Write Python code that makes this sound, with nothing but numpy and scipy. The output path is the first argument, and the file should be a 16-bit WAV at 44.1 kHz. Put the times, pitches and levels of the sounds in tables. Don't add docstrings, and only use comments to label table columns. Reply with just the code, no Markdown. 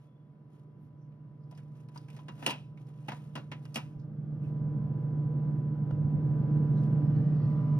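import sys
import numpy as np
from scipy import signal
from scipy.fft import rfft, irfft, next_fast_len
from scipy.io import wavfile
from scipy.ndimage import uniform_filter1d

SR = 44100
rng = np.random.default_rng(int(sys.argv[2]) if len(sys.argv) > 2 else 0)


def pcm_store(signal):
    levels = np.round(np.clip(np.atleast_2d(signal), -1, 1) * 32767)
    wavfile.write(sys.argv[1], SR, levels.astype(np.int16).T)


N = 343539
TIME_S = np.arange(N) / SR


def from_db(db):
    return 10 ** (np.asarray(db) / 20)


def unit_rms(x):
    return x / np.sqrt(np.mean(x ** 2) + 1e-20)


def at_hz(points, hz):
    points_hz, values = np.transpose(points)
    return np.interp(np.log(hz + 1), np.log(points_hz), values)


def drift(rate_hz):
    hz = np.arange(N // 2 + 1) * SR / N
    return unit_rms(irfft(rfft(rng.standard_normal(N)) / (1 + (hz / rate_hz) ** 2) ** 2, N))


def noise(spectrum, coherence, size=N):
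    padded = next_fast_len(size)
    hz = np.arange(padded // 2 + 1) * SR / padded
    rolloff = (1 + (hz / (2 * spectrum[-1][0])) ** 4) * (1 + (spectrum[0][0] / 2 / (hz + 1)) ** 2)
    mid, side = rfft(rng.standard_normal((2, padded))) * from_db(at_hz(spectrum, hz)) / rolloff
    alike = np.clip(at_hz(coherence, hz), -1, 1)
    mid, side = mid * np.sqrt(1 + alike), side * np.sqrt(1 - alike)
    return unit_rms(irfft(np.array([mid + side, mid - side]), padded)[:, :size])


def resonate(x, hz, width_hz, gain_db):
    return x + (from_db(gain_db) - 1) * signal.lfilter(*signal.iirpeak(hz, hz / width_hz, fs=SR), x)


def decay(t, t60_s):
    return np.exp(-np.log(1000) * t / max(t60_s, 1e-3))


def damped_sine(t, hz, db, t60_s):
    return from_db(db) * np.sin(2 * np.pi * hz * t) * decay(t, t60_s)


def bell(at_s, half_width_s):
    return np.exp(-((TIME_S - at_s) / half_width_s) ** 2)


def swell_gain(rows):
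    return from_db(sum(db * bell(at_s, half_width_s) for at_s, db, half_width_s in rows))


def add(out, at_s, sound):
    start = round(at_s * SR)
    out[:, start:start + sound.shape[1]] += sound[:, :out.shape[1] - start]


def mic_rise(from_s=6.95, to_s=7.73):
    return np.interp(TIME_S, [from_s, to_s], [0, 1])


# (time [s], nearness [dB])
NEARNESS = [(0.05, -58), (1.37, -50.5), (3.82, -46), (4.57, -34.5), (5.5, -31.5), (5.72, -33), (6.59, -27),
            (6.67, -27.5), (6.89, -26.5), (7.7, -28)]

def reach(wall_db, slope, slots_db, wall_nearness_db=-26.5):
    near_db = np.interp(TIME_S, *np.transpose(NEARNESS)) - wall_nearness_db
    return from_db(wall_db + slope * near_db + slots_db * mic_rise())


# (delay [ms], gain [dB])
WALLS = [(1.6, -14.5), (2.7, -15), (3.9, -18.5), (6.3, -15), (9.1, -18)]

def compartment(x):
    out = x.copy()
    for delay_ms, db in WALLS:
        add(out, delay_ms / 1000, from_db(db) * x)
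    return out


def shelf_echo(x, echo_db=-8, delay_ms=1.85, rise_ms=-0.5):
    delayed_s = TIME_S - (delay_ms + rise_ms * mic_rise()) / 1000
    echo = np.array([np.interp(delayed_s, TIME_S, channel) for channel in x])
    return unit_rms(x + from_db(echo_db) * echo)


# (frequency [Hz], coherence)
AIR_COHERENCE = [(60, 1), (130, 0.97), (290, 0.96), (640, 0.41), (1400, 0.71), (4400, 0.5), (7300, 0.84),
                 (15000, 0.83)]
# (frequency [Hz], density [dB])
BOOM_SPECTRUM = [(20, -42), (45, -26), (80, -17), (105, -5.5), (128, 4), (160, -2.5), (185, -2.5),
                 (220, -4), (265, -14), (330, -32), (450, -44.5)]
# (time [s], gain [dB], half width [s])
BOOM_SWELLS = [(4.85, 2, 0.17), (6.11, 3, 0.12), (7.19, 5, 0.022)]

def duct_boom():
    boom = resonate(noise(BOOM_SPECTRUM, AIR_COHERENCE), hz=126.86, width_hz=5.5, gain_db=8)
    running_rms = np.sqrt(uniform_filter1d(np.mean(boom ** 2, axis=0), size=SR // 6))
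    return reach(-30.5, 0.89, -0.25) * swell_gain(BOOM_SWELLS) * boom / running_rms


# (frequency [Hz], density [dB])
HISS_SPECTRUM = [(1000, -6), (1700, 3), (2050, 4.5), (2400, 1.5), (2850, 1), (3600, -10), (4100, -8.5),
                 (4600, -12), (5200, -11), (6500, -20), (10000, -27), (13000, -28), (16000, -40.5)]
# (frequency [Hz], width [Hz], gain [dB])
HISS_PEAKS = [(1500, 130, 4), (1900, 110, 3), (2600, 150, -5), (2730, 110, 4.5), (3300, 180, 4),
              (4060, 180, 3.5), (5050, 250, 3)]
# (time [s], gain [dB], half width [s])
HISS_SWELLS = [(7.3, 2, 0.3)]

def edge_hiss(room_db=-88):
    hiss = shelf_echo(compartment(noise(HISS_SPECTRUM, AIR_COHERENCE)))
    for hz, width_hz, gain_db in HISS_PEAKS:
        hiss = resonate(hiss, hz, width_hz, gain_db)
    return np.hypot(reach(-71.5, 0.93, 2.3), from_db(room_db)) * swell_gain(HISS_SWELLS) * hiss


# (frequency [Hz], density [dB])
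RUSH_SPECTRUM = [(200, -25), (290, 6), (335, 2.5), (400, -8.5), (435, -4.5), (475, 0), (560, -10),
                 (690, -12.5), (800, -13), (930, -21.5), (1130, -30), (1520, -22), (1800, -33.5),
                 (2600, -55)]
SLOT_SPECTRUM = [(450, -21), (600, 8), (700, -4.5), (950, -6.5), (1100, -4), (1230, -3), (1400, -11),
                 (1700, -24.5)]

def vent_rush(room_db=-69):
    vents = resonate(noise(RUSH_SPECTRUM, AIR_COHERENCE), hz=1485, width_hz=120, gain_db=1.5)
    slots = noise(SLOT_SPECTRUM, AIR_COHERENCE)
    return np.hypot(reach(-44, 0.98, -5), from_db(room_db)) * vents + reach(-70, 0.22, 15) * slots


def harmonics(motor_rad, lines):
    out = 0
    for multiple, level_db, flutter_db in lines:
        gain = from_db(level_db + flutter_db * drift(3.6))
        out += gain * np.sin(multiple * motor_rad + rng.uniform(0, 2 * np.pi))
    return np.sqrt(2) * out


MOTOR_HZ = 49.593
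# (multiple of motor rate, relative level [dB], flutter [dB])
BLADE_LINES = [(3, -1.5, 0.5)]
OVERTONE_LINES = [(6, -18.5, 1.1), (9, -25.5, 0.62), (15, -47.5, 0.98)]
BUZZ_LINES = [(8, -1, 2.5), (12, 1.5, 0.6), (16, -9, 2), (17, -14, 4.5), (18, -14.5, 2)]
HIGH_BUZZ_LINES = [(23, -20.5, 1.4), (24, -6, 1.5), (26, -18.5, 2.2), (28, -25.5, 0.49)]
WHINE_LINES = [(20, 0.43, 0.43)]
# (time [s], gain [dB], half width [s])
WHINE_NODES = [(4.22, -18.5, 0.2), (7.26, -12, 0.16)]

def fan(wander_hz=0.03):
    motor_rad = 2 * np.pi * np.cumsum(MOTOR_HZ + wander_hz * drift(0.98)) / SR
    blade = reach(-25.5, 0.96, -0.046) * harmonics(motor_rad, BLADE_LINES)
    overtones = reach(-29, 1, -1) * harmonics(motor_rad, OVERTONE_LINES)
    buzz = reach(-61.5, 0.84, 3.1) * harmonics(motor_rad, BUZZ_LINES)
    high_buzz = reach(-62, 0.96, 7.3) * harmonics(motor_rad, HIGH_BUZZ_LINES)
    whine = reach(-59.5, 0.68, 4.4) * harmonics(motor_rad, WHINE_LINES)
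    return blade + overtones + buzz + high_buzz + swell_gain(WHINE_NODES) * whine


def motor_drive(switching_hz=12000, gain_db=-64, flutter_db=3):
    blade = np.sin(2 * np.pi * 3 * MOTOR_HZ * TIME_S)
    sidebands = 2 * blade * np.sin(2 * np.pi * switching_hz * TIME_S)
    return from_db(gain_db + flutter_db * drift(30)) * reach(-25.5, 0.96, -0.046) * sidebands


# (time [s], level [dB], pitch [Hz], t60 [s])
BUMPS = [(2.43, -39.5, 257.3, 0.07), (3.963, -44, 44.7, 0.1), (4.608, -46.5, 46.16, 0.19),
         (5.9092, -31.5, 563, 0.015), (5.926, -40, 49.6, 0.1)]

def bumps():
    out, t = np.zeros((2, N)), np.arange(SR // 4) / SR
    for at_s, db, hz, t60_s in BUMPS:
        bump = damped_sine(t, hz, db, t60_s) * (1 - decay(t, 0.028 * t60_s))
        add(out, at_s, bump[None])
    return out


# (frequency [Hz], coherence)
KNOB_COHERENCE = [(200, 0.99), (1000, 0.28), (3000, 1), (4300, 0.58), (7000, 1), (14000, 0.47)]
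# (frequency [Hz], density [dB])
BROAD_SPECTRUM = [(500, 9.5), (3000, 5), (7000, 1), (12000, 0), (16000, -7.5)]
# (time [s], level [dB], half width [s], pitch [Hz], Q per pass)
SCUFFS = [(0.143, -88, 0.11, 3400, 30), (.68, -70.5, .2, 397, 2.9), (.84, -91, .04, 11900, 6),
          (1.033, -92, .04, 5700, 6), (1.443, -91, .04, 4900, 4.6), (4.015, -77, 0.024, 4930, 1.9),
          (4.457, -78.5, .05, 2600, 5), (4.826, -65.5, 0.056, 1052, 19), (5.589, -83.5, 0.0055, 10900, 5.6),
          (5.742, -86, 0.0043, 10000, 3), (6.34, -90, .012, 11200, 3), (6.55, -86, 0.009, 8800, 5),
          (6.644, -87, 0.0054, 10000, 3), (6.727, -89, .005, 10300, 4.2), (6.785, -72.5, 0.03, 4040, 5.3),
          (6.802, -80, .05, 5400, 2.7), (6.929, -72, 0.0046, 7860, 5.7), (7.168, -75, 0.014, 4400, 32),
          (7.196, -76, .016, 4140, 28), (7.43, -78, 0.13, 4460, 5.6), (7.51, -88.5, .06, 11300, 4.3)]

def scuffs(grain_db=3):
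    out, friction = 0, noise(BROAD_SPECTRUM, KNOB_COHERENCE)
    for at_s, db, half_width_s, hz, q in SCUFFS:
        band = signal.iirpeak(hz, q, fs=SR)
        slip = unit_rms(signal.lfilter(*band, signal.lfilter(*band, friction)))
        out += from_db(db) * bell(at_s, half_width_s) * slip
    return out * from_db(grain_db * drift(100))


# (frequency [Hz], density [dB])
PLASTIC_SPECTRUM = [(130, -10.5), (230, 6.5), (400, 2.5), (600, 6), (900, 3), (1250, -3.5), (2000, -5.5),
                    (3000, -2.5), (4000, -9), (5500, -16.5), (7000, -19), (10000, -35)]
FRICTION_SPECTRUM = [(3500, -3), (5000, 3.5), (6500, 3), (8500, 2), (11500, 0.5), (13300, -5), (15000, -7),
                     (16000, -17)]
# (time [s], level [dB], half width [s])
RUBS = [(.02, -78.5, 0.066), (.57, -77, 0.061), (.84, -84, 0.045), (1.58, -74.5, 0.077),
        (1.685, -86, 0.023), (1.795, -72.5, 0.062), (1.965, -68.5, 0.037), (2.035, -73.5, 0.034),
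        (2.16, -66, 0.065), (2.36, -71.5, 0.087), (2.45, -55.5, 0.054), (2.81, -73, 0.037),
        (2.89, -74.5, 0.027), (3.0, -74.5, 0.092), (3.149, -64.5, 0.081), (3.27, -73, 0.043),
        (3.39, -71, 0.054), (3.63, -73, 0.15), (3.82, -70.5, 0.097), (4.468, -75.5, 0.059),
        (6.81, -72.5, .09), (7.501, -77, 0.076)]

def rubs(grain_db=2, snap_spread_db=4, treble_db=-9):
    body = noise(PLASTIC_SPECTRUM, KNOB_COHERENCE)
    snaps = unit_rms(noise(FRICTION_SPECTRUM, KNOB_COHERENCE) * from_db(snap_spread_db * drift(2500)))
    slide = body + from_db(treble_db) * compartment(snaps)
    strokes = sum(from_db(db) * bell(at_s, half_width_s) for at_s, db, half_width_s in RUBS)
    return strokes * from_db(grain_db * drift(120)) * slide


# (frequency [Hz], level [dB], t60 [s])
KNOB_MODES = [(1934, -11.5, 0.12), (2330, -14, .12), (2540, -11, 0.092), (2640, -14, .11),
              (2787, -11.5, 0.13), (2890, 1, 0.081), (3260, -8.5, 0.097), (4926, -19.5, 0.094)]

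def knob_ring(t, spread_db=2):
    modes = sum(damped_sine(t, hz, db + rng.normal(0, spread_db), t60_s) for hz, db, t60_s in KNOB_MODES)
    return modes * (1 - decay(t, 0.005))


# (frequency [Hz], density [dB])
CRACK_SPECTRUM = [(3500, -5.5), (5000, 5.5), (6500, -1.5), (8000, 0.5), (10000, -4.5), (12000, -8),
                  (13300, -9.5), (16000, -25)]
# (time [s], level [dB], treble [dB], decay scale [s], ping [Hz], tick [dB],
# knob ring [dB], hollow [Hz], hollow boost [dB])
CLICKS = [(1.1212, -70, -25, 0.05, 1900, -4, -12, 950, 11),
          (1.511, -65.5, 1.5, 0.065, 1890, -9, -3, 940, 14),
          (1.523, -57, -25, 0.059, 1100, -1, -14, 695, 11.5), (1.55, -70, -7, 0.056, 5060, 4, -15, 950, 4),
          (1.575, -56.5, -8.5, 0.11, 1870, -3, -1, 960, -14),
          (1.8862, -58.5, -7.5, 0.055, 1550, -9, -7, 930, 8), (1.948, -65, -3, 0.045, 1700, -5, -1, 960, 9),
          (1.9587, -50, -16, 0.071, 1500, -6, -14, 956, 12.5),
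          (1.9756, -49.5, 0, 0.013, 4810, 20, -15, 990, 0),
          (2.0837, -57.5, -12, 0.11, 2100, -2, -8, 954, 1), (2.1018, -58, 0, 0.038, 2860, 2, -6, 945, -4),
          (2.164, -54, -10, 0.13, 1810, -4, -11, 945, -5),
          (2.189, -51.5, -22, 0.062, 1362, -1, -8, 1016, 9),
          (2.283, -40.5, -18.5, 0.058, 1650, -13, -4, 910, -17),
          (2.288, -44, -33.5, 0.058, 1513, -6, -21, 967, 9), (2.39, -64, -5, .05, 1700, -6.5, -10, 950, 8),
          (2.425, -43, -27, 0.12, 1857, -6, -7, 500, 7), (2.4631, -31, 0.5, 0.1, 2790, 21, 8.5, 980, 11),
          (2.4727, -34.5, -18, 0.073, 1500, -7, -14, 522, 9), (2.4865, -37, -11, 0.15, 950, 6, -7, 926, 13),
          (2.496, -41.5, -3, 0.057, 3900, 2.5, -8, 1020, 3),
          (2.5043, -35.5, -7.5, 0.13, 2724, 1, 0, 760, 3),
          (2.7738, -58.5, -16.5, 0.049, 2310, 5, -12, 950, 3),
          (2.8685, -78, 10, 0.039, 2850, 0, -14, 950, -2),
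          (2.9, -67.5, -30, 0.056, 1106, 0, -16, 977, 19.5),
          (3.0496, -79, -5, 0.037, 5000, 5, -10, 950, -1), (3.0829, -36, -23, 0.094, 1860, 7, -3, 860, 4.5),
          (3.0862, -38.5, -12, 0.067, 1880, 0, -10, 845, 12),
          (3.1179, -39, -19, 0.086, 1790, -6, -13, 935, 6.5),
          (3.125, -47.5, -28, 0.044, 1500, -3, -11, 620, 6),
          (3.3537, -36.5, -14, 0.1, 1520, -5, 2, 990, 3.5),
          (3.3732, -42.5, -21, 0.11, 1450, -9, -11, 500, 7.5),
          (3.516, -36.5, -22, 0.079, 2000, 3, -5, 454, -1.5),
          (3.6528, -51, -6.5, 0.039, 1710, -4, -4, 930, -6), (3.7435, -47.5, 2, 0.1, 5630, 9, 1, 860, -6),
          (3.7568, -35.5, -1, 0.082, 2570, 0.5, 7, 820, 1), (3.768, -35, -9.5, 0.12, 1410, -5, 3, 845, 3),
          (5.9093, -44, -19.5, 0.0069, 1414, 5.5, -16, 880, -2.5),
          (6.834, -60.5, -9.5, 0.11, 1550, -5.5, -8, 950, 1)]

def clicks(gain_db=-6.5, crack_gain_db=7, note_gain_db=-12, room_db=-23, room_t60_s=0.44):
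    out, t = np.zeros((2, N)), np.arange(SR // 3) / SR
    tail = from_db(room_db) * decay(t, room_t60_s)
    for at_s, db, treble_db, decay_s, ping_hz, tick_db, ring_db, hollow_hz, hollow_db in CLICKS:
        ping_db = 8 + 11 * np.log2(ping_hz / 1770)
        body = noise(PLASTIC_SPECTRUM, KNOB_COHERENCE, size=len(t))
        body *= decay(t, 0.017) + decay(t, 1.28 * decay_s) + tail
        body = resonate(body, ping_hz, width_hz=600, gain_db=ping_db)
        body = resonate(body, hollow_hz, width_hz=150, gain_db=hollow_db)
        body *= 1 - decay(t, 0.014)
        crack = noise(CRACK_SPECTRUM, KNOB_COHERENCE, size=len(t))
        crack *= from_db(3) * decay(t, 0.0048) + decay(t, 0.52 * decay_s) + tail / 2
        crack = from_db(treble_db + crack_gain_db) * compartment(crack) * (1 - decay(t, 0.0054))
        tick = damped_sine(t, ping_hz, tick_db, t60_s=0.014) * (1 - decay(t, 0.007))
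        ring = from_db(ring_db) * knob_ring(t)
        note = damped_sine(t, hollow_hz, hollow_db + note_gain_db, t60_s=0.085) * (1 - decay(t, 0.028))
        add(out, at_s, from_db(db + gain_db) * (body + crack + tick + ring + note))
    return out


# (frequency [Hz], width [Hz], gain [dB])
HOUSING = [(222, 55, 14), (450, 40, 0.5), (743, 12, 3), (987.7, 23, 9.5), (1130, 13, 2.5), (1290, 65, 5.5),
           (1490, 69, 5), (1800, 25, 2), (1945, 25, 0.5), (2390, 38, 2.5), (2540, 70, 5), (2787, 30, 4),
           (2900, 34, 0.5), (3240, 34, 4), (3850, 35, 4), (4170, 40, 1.5), (4925, 40, 1), (5250, 35, 3),
           (6250, 55, 4)]

def knobs(low_cut_hz=150):
    out = clicks() + rubs()
    for hz, width_hz, gain_db in HOUSING:
        out = resonate(out, hz, width_hz, gain_db)
    return signal.sosfilt(signal.butter(2, low_cut_hz, "high", fs=SR, output="sos"), out)


def scene():
    return fan() + motor_drive() + duct_boom() + edge_hiss() + vent_rush() + knobs() + scuffs() + bumps()


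# (frequency [Hz], left lead [rad])
STEREO_PHASE = [(20, 0.6), (130, 0.19), (300, -0.25), (850, 0.5), (1200, 1), (1500, -1.56), (2000, 1),
                (2450, 2), (3300, 2), (4400, 1.65), (4800, 1.7), (5300, .5), (7300, 3), (10000, 5.5),
                (11200, 6.5), (13200, 9), (14200, 10), (15500, 12)]
# (frequency [Hz], left minus right [dB])
STEREO_BALANCE = [(60, 6.5), (130, -2), (380, -4), (750, 2), (1100, 4.5), (1600, -1.5), (3400, .5),
                  (4700, -2), (7000, 0)]

def record(dry, self_noise_db=-95, cutoff_hz=15900):
    dry = dry + from_db(self_noise_db) * noise(BROAD_SPECTRUM, AIR_COHERENCE)
    padded = next_fast_len(N + SR // 10)
    hz = np.arange(padded // 2 + 1) * SR / padded
    split = np.array([[0.5], [-0.5]])
    widening = np.exp(1j * split * at_hz(STEREO_PHASE, hz)) * from_db(split * at_hz(STEREO_BALANCE, hz))
    heard = irfft(rfft(dry, padded) * widening, padded)[:, :N]
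    return signal.sosfilt(signal.ellip(10, 0.1, 70, cutoff_hz, fs=SR, output="sos"), heard)


dry = scene()
out = record(dry)
pcm_store(out)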